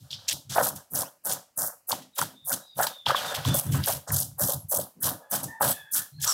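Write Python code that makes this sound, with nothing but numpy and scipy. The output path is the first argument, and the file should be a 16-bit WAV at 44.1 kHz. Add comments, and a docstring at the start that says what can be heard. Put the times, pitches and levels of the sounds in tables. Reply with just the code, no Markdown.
"""Outdoors, a toothed metal scaler is dragged in quick strokes over a fish on a hollow plastic table.
Scales snap off as blips amid a rasp of filtered noise and crackle; resonators give the thin ring of the tool.
Noise through the modes of table top and frame hums and thuds under the push; knocks ring the top.
Gliding breathy tones make squeaks of the tool, a small bird's whistle and a far rooster's crow."""
import sys
import numpy as np
from scipy import signal
from scipy.fft import rfft, irfft
from scipy.io import wavfile

SR = 44100
rng = np.random.default_rng(int(sys.argv[2]) if len(sys.argv) > 2 else 0)


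def transcribe(u):
    """Save the signal u as a 16-bit wav file named by the first command-line argument.

    u: samples, shape (n,) or (channels, n), limited to [-1, 1]; the rate is SR.
    q: integer samples, one column per channel.
    """
    v = np.clip(np.atleast_2d(u).T, -1, 1)
    q = np.round(v * 32767).astype(np.int16)
    wavfile.write(sys.argv[1], SR, q)


def ratio_of_db(decibels):
    """Turn decibels (scalar or array-like) into linear amplitude factors; 0 dB maps to 1."""
    return 10 ** (np.asarray(decibels, float) / 20)


N = 279195

# modes of the table top: pitch_hz, width_hz, level_db
TOP_MODES = [(567, 67, -6.5), (762, 51, -0.5), (935, 180, -11.5), (1274, 127, -1), (1482, 120, -5.5),
             (1650, 82, -1), (1800, 20, -19.5)]


def evened(x):
    """Scales to rms 1."""
    return x / np.sqrt(np.mean(x ** 2) + 1e-20)


def coloured(x, points):
    """Filters by a (hz, relative db) spectrum, then scales to rms 1."""
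    f, db = np.transpose(points)
    hz = np.fft.rfftfreq(len(x), 1 / SR)
    gain = ratio_of_db(np.interp(np.log(hz + 1), np.log(f + 1), db))
    return evened(irfft(rfft(x) * gain, len(x)))


def split(x, hz):
    """Complementary parts below and above hz, each of rms 1."""
    low = signal.sosfiltfilt(signal.butter(4, hz, fs=SR, output="sos"), x)
    return evened(low), evened(x - low)


def ringing(x, modes):
    """Sum of two-pole resonances (pitch_hz, width_hz, level_db) of alternating sign."""
    out = 0
    for k, (hz, width_hz, db) in enumerate(modes):
        r = np.exp(-np.pi * width_hz / SR)
        poles = [1, -2 * r * np.cos(2 * np.pi * hz / SR), r * r]
        out = out + (-1) ** k * ratio_of_db(db) * signal.lfilter([1 - r, 0, r - 1], poles, x)
    return out


def add(mix, s, sound):
    """Mixes a sound in at time s."""
    part = mix[max(round(s * SR), 0):][:len(sound)]
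    part += sound[:len(part)]


def wander(hz, size):
    """Noise low-passed at hz, of about rms 1."""
    sos = signal.butter(2, hz, fs=SR, output="sos")
    return evened(signal.sosfilt(sos, rng.standard_normal(size + 4000))[4000:])  # filter onset cut off


def blip(hz, cycles, rise):
    """A few cycles with a quick rise and an exponential fall, peak 1."""
    u = np.arange(int(6 * cycles / hz * SR) + 8) / SR * hz / cycles  # time in decay constants
    shape = (1 - np.exp(-u / rise)) * np.exp(-u) * np.sin(2 * np.pi * cycles * u)
    return shape / abs(shape).max()


def envelope(rows, rise_s, swell_s, swell_db, sag_db_per_s, lift_s, lift_db, tail_db_per_s):
    """Contacts (start, length, dB) rise, swell, sag, drop at the lift and die away; their powers add."""
    power = np.full(N, 1e-12)
    for s, length_s, db in rows:
        swell = min(swell_s, length_s / 2)
        held_db = db + sag_db_per_s * length_s
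        lifted_db = held_db + lift_db
        at_s = np.cumsum([0, rise_s, swell, length_s - swell, lift_s, .5])
        knots_db = [db - 40, db - swell_db, db, held_db, lifted_db, lifted_db + tail_db_per_s / 2]
        contact = ratio_of_db(2 * np.interp(np.arange(0, at_s[-1], 1 / SR), at_s, knots_db))
        before_start = max(round((rise_s - s) * SR), 0)  # the rise may begin ahead of time 0
        add(power, s - rise_s, contact[before_start:])
    return np.sqrt(power)


def layers(rows, shape, tails_db_per_s):
    """Envelopes of the lower and the upper modes of one table of pushes."""
    s, length_s, db, upper_db = np.transpose(rows)
    lower = envelope(zip(s, length_s, db), *shape, tails_db_per_s[0])
    upper = envelope(zip(s, length_s, db + upper_db), *shape, tails_db_per_s[1])
    return lower, upper


def air():
    """A faint steady floor of coloured noise."""
    # spectrum: hz, relative_db
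    spectrum = [(18, -33.5), (30, -12), (120, -8), (1720, -16.5), (2980, -17.5), (3400, -36), (4190, -19),
                (4780, -17), (16000, -22)]
    return ratio_of_db(-72) * coloured(rng.standard_normal(N), spectrum)


def crackle(per_s, spread_db):
    """Small scales at random times, each a blip of one of 16 pitches and of random size; rms 1."""
    out = np.zeros(N)
    for hz in np.geomspace(2800, 15500, num=16):
        size = ratio_of_db(spread_db * np.minimum(rng.exponential(1, N), 4)) * rng.choice([-1, 1], N)
        hits = size * (rng.random(N) < per_s / 16 / SR)
        grain = blip(hz, 1.87, 0.94)
        out += signal.oaconvolve(hits, grain / np.linalg.norm(grain) * np.sqrt(hz))[:N]
    return evened(out)


def scraping():
    """Teeth on scales: crackle while pressed hard, smooth hiss as it dies; the tool rings along."""
    # teeth bite into the scales: start_s, length_s, rasp_db,
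    # middle treble and low treble against the rasp: middle_db, low_db
    strokes = [(0, 0.1, -65, -2, -1.5), (.106, .022, -56, 0, 15), (.128, 0.016, -56.5, 1, 20),
               (.19, 0.087, -66, -2, 11), (2.32, 0.01, -66, -6, -8), (.903, .012, -51.5, -20.5, -28.5),
               (1.24, .008, -47.5, -22, -30), (1.563, .011, -44, -28, -34.5), (1.874, .012, -40, -20, -45),
               (2.02, 0.0076, -59, 1, 3.5), (2.152, .028, -45, -7.5, -9), (2.45, .016, -40, -15.5, -30),
               (2.75, .018, -55, -10.5, -7), (2.865, 0.01, -39, -3.5, 2), (4.384, .012, -34.5, -14, -27),
               (4.688, 0.013, -33, -30, -45), (5.006, .016, -38, -22, -34.5), (5.3, .011, -43.5, -18, -20),
               (5.603, .009, -39.5, -17, -25), (5.914, .012, -35, -12, -35), (6.2, .016, -50, -2, -2),
               (3.25, 0.078, -44, 0, 1.5), (3.118, .035, -51, -8, 6), (3.38, .065, -51, -5, 3),
               (3.485, .055, -48, 3, 4), (3.77, .06, -46, -11, -6), (3.93, .04, -40, -9, -11),
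               (5.36, .05, -42, -6, -9), (.282, .012, -35, 6, 1.5), (.294, .028, -44, 0, 9),
               (0.324, 0.0091, -37, -31, -31.5), (.497, 0.051, -42.5, 3, 0.5), (.55, .06, -34, -12, -10),
               (.615, .073, -30, -8, -14), (.755, 0.01, -41, -4, -11.5), (.91, .028, -41, -15.5, -42),
               (.94, 0.081, -30, -8, -18), (1.248, 0.033, -30.5, -12, -23), (1.29, .045, -33, -1, -8),
               (1.575, 0.1, -28.5, -9.5, -31.5), (1.885, 0.016, -30.5, -10, -25),
               (1.914, 0.0081, -34, -2, -2.5), (2.178, 0.014, -31, -8.5, -6.5),
               (2.207, 0.019, -32.5, -6, -6.5), (2.466, .045, -31, -16, -33), (2.515, .021, -31, -3, -10),
               (2.768, .035, -36.5, -11, -13), (2.812, 0.031, -28, -10.5, -12.5),
               (3.06, .02, -47, -1.5, 12), (3.08, .035, -42, -3, 5), (3.154, 0.085, -42, -2.5, 3),
               (3.343, 0.018, -36.5, -6.5, 0.5), (3.448, 0.04, -39.5, -1, 0.5),
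               (3.543, 0.048, -26, -11.5, -18), (3.631, 0.086, -45.5, -10.5, -15.5),
               (3.715, 0.057, -39.5, -3.5, -8), (3.833, .02, -38, -9, -1),
               (3.86, 0.067, -28.5, -9.5, -12.5), (4.077, 0.025, -48.5, 9, -5),
               (4.119, 0.068, -27.5, -7, -17.5), (4.198, .015, -27, -7, -15), (4.397, 0.053, -25, -9, -21),
               (4.46, 0.075, -29, -10, -16), (4.702, .07, -25.5, -12.5, -24),
               (4.781, 0.057, -37.5, -18, -14), (5.023, 0.074, -27, -11, -12.5),
               (5.311, 0.049, -28.5, -8.5, -13.5), (5.43, .011, -34.5, -3.5, -15.5),
               (5.612, 0.11, -26.5, -12, -12.5), (5.925, .021, -26, -8.5, -35), (5.946, .045, -26, -9, -15),
               (6.216, .12, -32, -1, -7.5)]
    # spectrum of the rasp: hz, relative_db
    rasp = [(1120, -46.5), (1900, -22), (2020, -24), (2620, -22), (3160, -14.5), (4430, -14), (5790, -8),
            (6800, -7), (10600, 2), (14200, 1.5), (16000, -6.5)]
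    # modes of the tool: pitch_hz, width_hz, level_db
    tool_modes = [(8055, 64, -2), (14400, 62, 3.5), (10300, 55, -5.5), (12800, 78, -12), (6300, 37, -13.5)]
    # the grip sets how much the tool rings and how much flesh it rubs:
    # from_s, ring_db against the rasp, rub_db against the low treble
    grip_rows = [(0, -26, -25), (.27, -26, -5), (.33, -25, -30), (.49, -26.5, -11), (1.55, -26, -30),
                 (1.86, -20, -6.5), (2.14, -8, -6.5), (2.44, -22, -17), (2.75, -6, -9), (3.05, -25, -4.5),
                 (3.33, -8, -3.5), (3.63, 4, 1.5), (3.83, -24, -6.5), (4.06, -29, -30), (4.67, -7, -21),
                 (4.99, -14, -15), (5.29, -3.5, -8.5), (5.9, -18, -10)]
    # dying away in high, middle, low treble: db_per_s
    tails_db_per_s = [-230, -215, -200]
    late_s_per_db = .0008  # tips touch first: the weaker a lower band, the later it joins
    bite_s, swell_s, swell_db = .007, .008, 4  # sharp start, then a swell by the last dB
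    sag_db_per_s, lift_s, lift_db = -30.5, 0.015, -8.5
    pops_per_s, pops_db = 220, -13  # lesser scales pop off at random under pressure

    s, length_s, db, middle_db, low_db = np.transpose(strokes)

    def band(under_db, tail):
        late = np.clip(-under_db * late_s_per_db, 0, 0.63 * length_s)
        rows = zip(s + late, length_s - late, db + under_db)
        return envelope(rows, bite_s, swell_s, swell_db, sag_db_per_s, lift_s, lift_db, tail)

    highs = band(0 * db, tails_db_per_s[0])
    middles = band(middle_db, tails_db_per_s[1])
    lows = band(low_db, tails_db_per_s[2])
    grip = np.transpose(grip_rows)
    ring_db, rub_db = grip[1:, np.searchsorted(grip[0, 1:], np.arange(N) / SR)]

    pressed = np.clip((20 * np.log10(np.maximum(highs, lows)) + 48) / 12, 0, 1)
    flutter = ratio_of_db(2.6 * pressed * wander(95, N))  # teeth catch and slip
    crisp = 0.48 * pressed  # share of crackle
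    hiss = np.sqrt(1 - crisp ** 2) * rng.standard_normal(N)
    drive = flutter * (hiss + crisp * crackle(3000, 3.6))
    drive = drive + pressed * ratio_of_db(pops_db) * crackle(pops_per_s, 2.3)

    lower, high = split(coloured(drive, rasp), 7800)
    low, middle = split(lower, 4800)
    rub, low = split(low, 2850)
    ring = pressed * ratio_of_db(ring_db) * evened(ringing(drive, tool_modes))
    return highs * (high + ring) + middles * middle + lows * (low + ratio_of_db(rub_db) * rub)


def thud():
    """The table frame takes the push: noise through its modes thuds."""
    # pushes: start_s, length_s, thud_db, upper_db (upper modes against the thud)
    pushes = [(0, 0.033, -48.5, -18), (.11, 0.066, -50, -20), (0.222, 0.043, -62, -12),
              (0.325, 0.034, -48.5, -2), (0.453, .04, -52, -25), (.495, .03, -42, -11),
              (0.585, .04, -42, 0.5), (.65, .06, -49, 3), (0.733, 0.013, -45, -6.5),
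              (0.92, 0.093, -45, 1.5), (1.259, .09, -51.5, 3.5), (1.581, 0.051, -49.5, 0),
              (1.922, 0.02, -49.5, 4.5), (1.98, .06, -66, 12), (2.206, 0.031, -44.5, 1.5),
              (2.3, .07, -75, 15), (2.425, 0.092, -59.5, -25), (2.52, 0.0098, -46.5, 4),
              (2.765, 0.056, -47.5, -2), (2.86, 0.019, -61, 7), (3.068, 0.02, -38, -8),
              (3.163, 0.2, -55.5, 2), (3.378, 0.012, -34, -16), (3.465, .03, -20, -10.5),
              (3.515, 0.045, -32.5, -6.5), (3.655, .03, -30, -12), (3.69, .1, -22, -14),
              (3.888, 0.088, -43, -10.5), (4.097, 0.055, -31, -16), (4.16, .09, -40, -14),
              (4.28, .08, -47, -24), (4.417, 0.027, -35, -2), (4.538, 0.011, -34, -15),
              (4.638, .015, -39, -37.5), (4.761, 0.043, -43.5, 0), (4.964, 0.042, -61.5, 8.5),
              (5.038, 0.043, -35, -8), (5.11, 0.016, -47.5, 2.5), (5.324, .05, -44, 0.5),
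              (5.43, .03, -43, 0), (5.62, .06, -37, -0.5), (5.79, 0.025, -62, -14),
              (5.934, 0.065, -55.5, 2.5), (6.131, .12, -44, -27)]
    # modes of the frame: pitch_hz, width_hz, level_db
    frame_modes = [(78, 27.5, -3.5), (99.3, 17.1, 2.5), (141.6, 20.6, -0.5), (204, 11, -9),
                   (257.6, 33, -13.5), (346.5, 2.2, -19)]
    # envelope: rise_s, swell_s, swell_db, sag_db_per_s, lift_s, lift_db
    shape = (0.0227, 0.1, 4.5, -30, 0.03, -5)
    # dying away of lower, upper modes: db_per_s
    tails_db_per_s = [-480, -300]
    frame = ringing(rng.standard_normal(N), frame_modes)
    lower, upper = split(ringing(frame, [(150, 250, 0)]), 185)
    lower_level, upper_level = layers(pushes, shape, tails_db_per_s)
    return lower_level * lower + upper_level * upper


def hum():
    """The fish presses on the hollow table top, whose modes hum under the jolts of the teeth."""
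    # presses: start_s, length_s, hum_db, upper_db (upper modes against the hum)
    presses = [(0.04, 0.42, -63, -4.5), (0.29, .06, -48.5, -18), (0.505, 0.031, -50, 5),
               (.56, 0.055, -24.5, -8), (.62, .07, -38, -10), (.76, .025, -54, -6), (.92, .03, -54, -21),
               (0.945, 0.093, -39, -8), (1.255, 0.093, -38, -7.5), (1.582, 0.088, -39.5, -5),
               (1.896, 0.022, -35.5, -8), (2.181, 0.027, -35.5, -3), (2.473, .021, -45, -15),
               (2.506, 0.0054, -36.5, -2), (2.776, .012, -35.5, -25), (2.793, .014, -27.5, 0),
               (3.074, .055, -32, 3), (3.156, 0.38, -35.5, -4), (3.446, 0.097, -40.5, -1),
               (3.54, 0.0088, -31.5, -10.5), (3.634, 0.11, -55, -2), (3.745, 0.026, -40, 3.5),
               (3.875, 0.0054, -30.5, -8.5), (4.077, .085, -39, -3.5), (4.201, 0.01, -47, -26),
               (4.391, 0.041, -36.5, -6.5), (4.486, 0.016, -35, -18), (4.719, 0.068, -35, -15),
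               (5.021, 0.037, -56.5, 13.5), (5.042, 0.079, -35, -10), (5.207, 0.011, -46, -25),
               (5.316, 0.027, -36.5, -4), (5.37, .03, -46, -8), (5.427, 0.0075, -43, -26),
               (5.612, 0.052, -27.5, -6), (5.945, 0.034, -48, 8), (6.251, .08, -42.5, 0)]
    # envelope: rise_s, swell_s, swell_db, sag_db_per_s, lift_s, lift_db
    shape = (0.02, 0.56, 5, -59, 0.03, -5.5)
    # dying away of lower, upper modes: db_per_s
    tails_db_per_s = [-210, -260]
    bumps = (rng.random(N) < 300 / SR) * rng.standard_normal(N)  # single teeth jolt the table
    push = ratio_of_db(2.2 * wander(40, N)) * (rng.standard_normal(N) + .7 * evened(bumps))
    sos = signal.butter(8, [440, 1880], "band", fs=SR, output="sos")
    top = signal.sosfilt(sos, ringing(push, TOP_MODES) + 0.24 * push)
    lower, upper = split(top, 1100)
    lower_level, upper_level = layers(presses, shape, tails_db_per_s)
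    return lower_level * lower + upper_level * upper


def snaps():
    """Each loud scale is a short blip plus a weaker, mostly lower tick; too small to sound low."""
    # scales that snap off loudly: start_s, level_db (snap and rasp together), pitch_hz
    loud_scales = [(0.1062, -25, 4190), (0.1295, -19.5, 3440), (0.1346, -26, 3270), (0.2824, -12, 5540),
                   (0.2865, -15, 4230), (0.4983, -31, 3320), (0.5804, -20, 12600), (0.599, -19, 11600),
                   (0.6274, -17, 10560), (0.6434, -9, 12500), (0.6493, -11, 12400), (0.6874, -13, 11600),
                   (0.9358, -13.5, 14400), (0.9512, -12, 10600), (0.9752, -11, 15100),
                   (0.9896, -9.5, 10900), (1.0187, -13, 9300), (1.25, -18, 11550), (1.2554, -15.5, 9150),
                   (1.264, -14, 14500), (1.296, -15, 9870), (1.3233, -8.5, 9310), (1.3347, -10, 14900),
                   (1.5776, -14.5, 10500), (1.5945, -14.5, 9500), (1.6044, -15, 14500), (1.6197, -13, 9620),
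                   (1.6744, -14, 14400), (1.8901, -12, 14700), (1.8974, -11, 15000), (1.9194, -11, 4520),
                   (2.189, -15, 7100), (2.214, -11, 9280), (2.4813, -16, 11400), (2.495, -11, 10000),
                   (2.5277, -7, 14200), (2.812, -10, 15000), (2.831, -12.5, 7150), (2.868, -19.5, 3920),
                   (2.8714, -16, 13900), (3.0614, -5, 3270), (3.0646, -12.5, 3250), (3.1592, -17, 3370),
                   (3.1664, -17, 3260), (3.247, -20.5, 3680), (3.3488, -21, 3400), (3.4501, -19, 3240),
                   (3.5446, -12, 9030), (3.5524, -11, 11240), (3.5687, -10, 15100), (3.5972, -10.5, 11000),
                   (3.6656, -26.5, 9480), (3.8388, -15.5, 4760), (3.8595, -8, 14200), (3.9004, -14, 13800),
                   (4.1233, -8.5, 13900), (4.1424, -9, 11600), (4.162, -15.5, 11500), (4.2025, -8, 11500),
                   (4.3955, -13, 11400), (4.4135, -9.5, 12000), (4.4443, -14, 11100), (4.4904, -16, 11800),
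                   (4.5234, -15, 13000), (4.7117, -16, 13800), (4.7613, -13.5, 8100), (4.7744, -14, 11900),
                   (5.0285, -18, 13900), (5.067, -10, 11800), (5.0954, -13, 13900), (5.3132, -12, 13900),
                   (5.3414, -15, 11400), (5.4326, -18, 11500), (5.616, -8.5, 13900), (5.6496, -11, 13900),
                   (5.6694, -16, 11100), (5.686, -16, 11500), (5.7084, -7, 11900), (5.9467, -10.5, 9400),
                   (5.9804, -9, 12200), (6.2506, -8.5, 14000), (6.2763, -7, 6500)]
    out = np.zeros(N)
    for (s, db, hz), (sign, below) in zip(loud_scales, rng.random((len(loud_scales), 2))):
        ring = np.sign(sign - .5) * blip(hz, 1.6 + hz / 4500, 0.46)
        tick = blip(max(hz * (.55 + .3 * below), 3300), 2.2, .6)
        add(out, s + .0005, ratio_of_db(db - 2.5) * ring)  # the rasp fills the rest of the peak
        add(out, s + .0005, ratio_of_db(db - 10) * tick)
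    return signal.sosfilt(signal.butter(6, 2900, "high", fs=SR, output="sos"), out)


def knocks():
    """Each knock is a push at its own pitch that leaves the table top ringing."""
    # the tool or the fish knocks on the table: start_s, push_peak_db, pitch_hz
    hits = [(0.563, -15, 700), (0.582, -7.5, 773), (1.033, -26.5, 1020), (1.908, -21.5, 1110),
            (1.928, -18, 936), (2.19, -17.5, 1005), (2.216, -12.5, 1330), (2.226, -19.5, 935),
            (2.517, -21.5, 1400), (2.79, -16.5, 724), (2.804, -13.5, 780), (2.869, -24, 900),
            (3.066, -17, 895), (3.098, -14, 840), (3.106, -6, 1250), (3.117, -22, 544), (3.147, -10, 1120),
            (3.248, -24.5, 1510), (3.452, -24, 1070), (3.546, -22, 570), (3.746, -25, 1110),
            (3.884, -18.5, 710), (3.893, -19.5, 685), (4.075, -33, 760), (4.105, -24.5, 1750),
            (4.406, -24.5, 584), (4.49, -27, 536), (4.739, -23.5, 592), (4.792, -21.5, 588),
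            (5.332, -24, 748), (5.609, -12, 843), (5.697, -23, 670), (6.242, -26.5, 1650)]
    push = np.zeros(N)
    for s, db, hz in hits:
        add(push, s, ratio_of_db(db) * blip(hz, 2.5, .15))
    return push + 0.56 * ringing(push, TOP_MODES)


def whistle(row, partials_db, arch, fuzz_hz, clean, echo_db):
    """A breathy gliding tone stack, blurred by a short diffuse echo; arch bulges the pitch in mid-note."""
    s, length_s, first_hz, last_hz, db = row
    u = np.arange(0, length_s, 1 / SR) / length_s
    bow = np.sin(np.pi * u)
    turns = np.cumsum((first_hz + (last_hz - first_hz) * u) * (1 + arch * bow)) / SR
    tone = 0
    for k, partial_db in enumerate(partials_db):
        # wobbling level and phase widen the line
        breath = clean + wander(fuzz_hz, len(u)) + 1j * wander(fuzz_hz, len(u))
        partial = (breath * np.exp(2j * np.pi * (k + 1) * turns)).real
        tone = tone + ratio_of_db(partial_db) * partial / np.sqrt(1 + clean ** 2 / 2)
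    ends_db = -8.5  # every note swells and fades
    tone *= ratio_of_db(db + ends_db * (1 - bow)) * signal.windows.tukey(len(u), .15)
    taps = rng.standard_normal(4000) * ratio_of_db(-60 * np.arange(4000) / SR / 0.2)
    echo = signal.fftconvolve(tone, taps / np.linalg.norm(taps))
    return s, np.r_[tone, np.zeros(3999)] + ratio_of_db(echo_db) * echo


def squeaks():
    """The tool squeaks along the skin: single gliding tones with wide fuzz."""
    # squeaks: start_s, length_s, first_hz, last_hz, level_db
    rows = [(1.027, .07, 2040, 3450, -58), (1.035, .05, 4350, 6500, -53), (3.149, .055, 3620, 2960, -32),
            (4.549, 0.1, 11700, 11000, -50.5), (6.266, 0.068, 5900, 5340, -25.5),
            (6.267, 0.063, 7830, 7480, -29), (6.259, .07, 1125, 1247, -32.5)]
    out = np.zeros(N)
    for row in rows:
        add(out, *whistle(row, [0], arch=0, fuzz_hz=200, clean=.6, echo_db=-16))
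    return out


def bird():
    """A small bird whistles single arched tones."""
    # notes: start_s, length_s, first_hz, last_hz, level_db
    notes = [(2.125, 0.12, 3870, 3380, -57.5), (2.332, 0.18, 3570, 3550, -59),
             (2.596, 0.2, 3895, 3585, -57), (2.62, .14, 4950, 4600, -66.5), (2.871, .18, 3700, 3420, -50),
             (3.198, .16, 3780, 3400, -44), (3.454, 0.13, 3380, 3420, -39.5), (3.642, .11, 3400, 3360, -60),
             (6.122, 0.11, 4100, 4070, -60)]
    out = np.zeros(N)
    for row in notes:
        add(out, *whistle(row, [0], arch=.025, fuzz_hz=100, clean=.8, echo_db=-3))
    return out


def rooster():
    """A far rooster crows in syllables of four sinking partials."""
    # syllables: start_s, length_s, pitch_hz, level_db, upper_db (raises partials 3 and 4, lowers 1)
    syllables = [(5.22, 0.092, 850, -61.5, -3), (5.475, .13, 900, -48, -12), (5.723, .12, 862, -47.5, 6.5),
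                 (5.829, .11, 853, -52, 2.5), (5.938, 0.154, 860, -54, 1), (6.18, .14, 837, -54, -1)]
    sag = 0.0152  # share by which the pitch sinks
    out = np.zeros(N)
    for s, length_s, hz, db, upper_db in syllables:
        partials_db = np.array([-12.5, 0, -22, -12.5]) + upper_db * np.array([-1, 0, 1, 1])
        row = (s, length_s, hz, hz * (1 - sag), db)
        add(out, *whistle(row, partials_db, arch=.012, fuzz_hz=55, clean=.8, echo_db=-6))
    return out


def scene():
    """All sources over a faint floor of air, as one channel."""
    work = scraping() + thud() + hum() + snaps() + knocks() + squeaks()
    return (air() + work + bird() + rooster())[None]


def top_cut(x):
    """Nothing passes above the cut-off."""
    return signal.sosfilt(signal.butter(12, 16820, fs=SR, output="sos"), x)


def record(dry):
    """Bass cut, soft overload of the peaks, band limit."""
    cut = signal.sosfilt(signal.butter(2, 55, "high", fs=SR, output="sos"), dry)
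    soft = .37 * np.tanh(cut / .37)
    edge = signal.firwin(255, 15900, window=("kaiser", 6), fs=SR)[None]
    mix = signal.oaconvolve(soft, edge, "same")
    return top_cut(mix)


dry = scene()
out = record(dry)
transcribe(out)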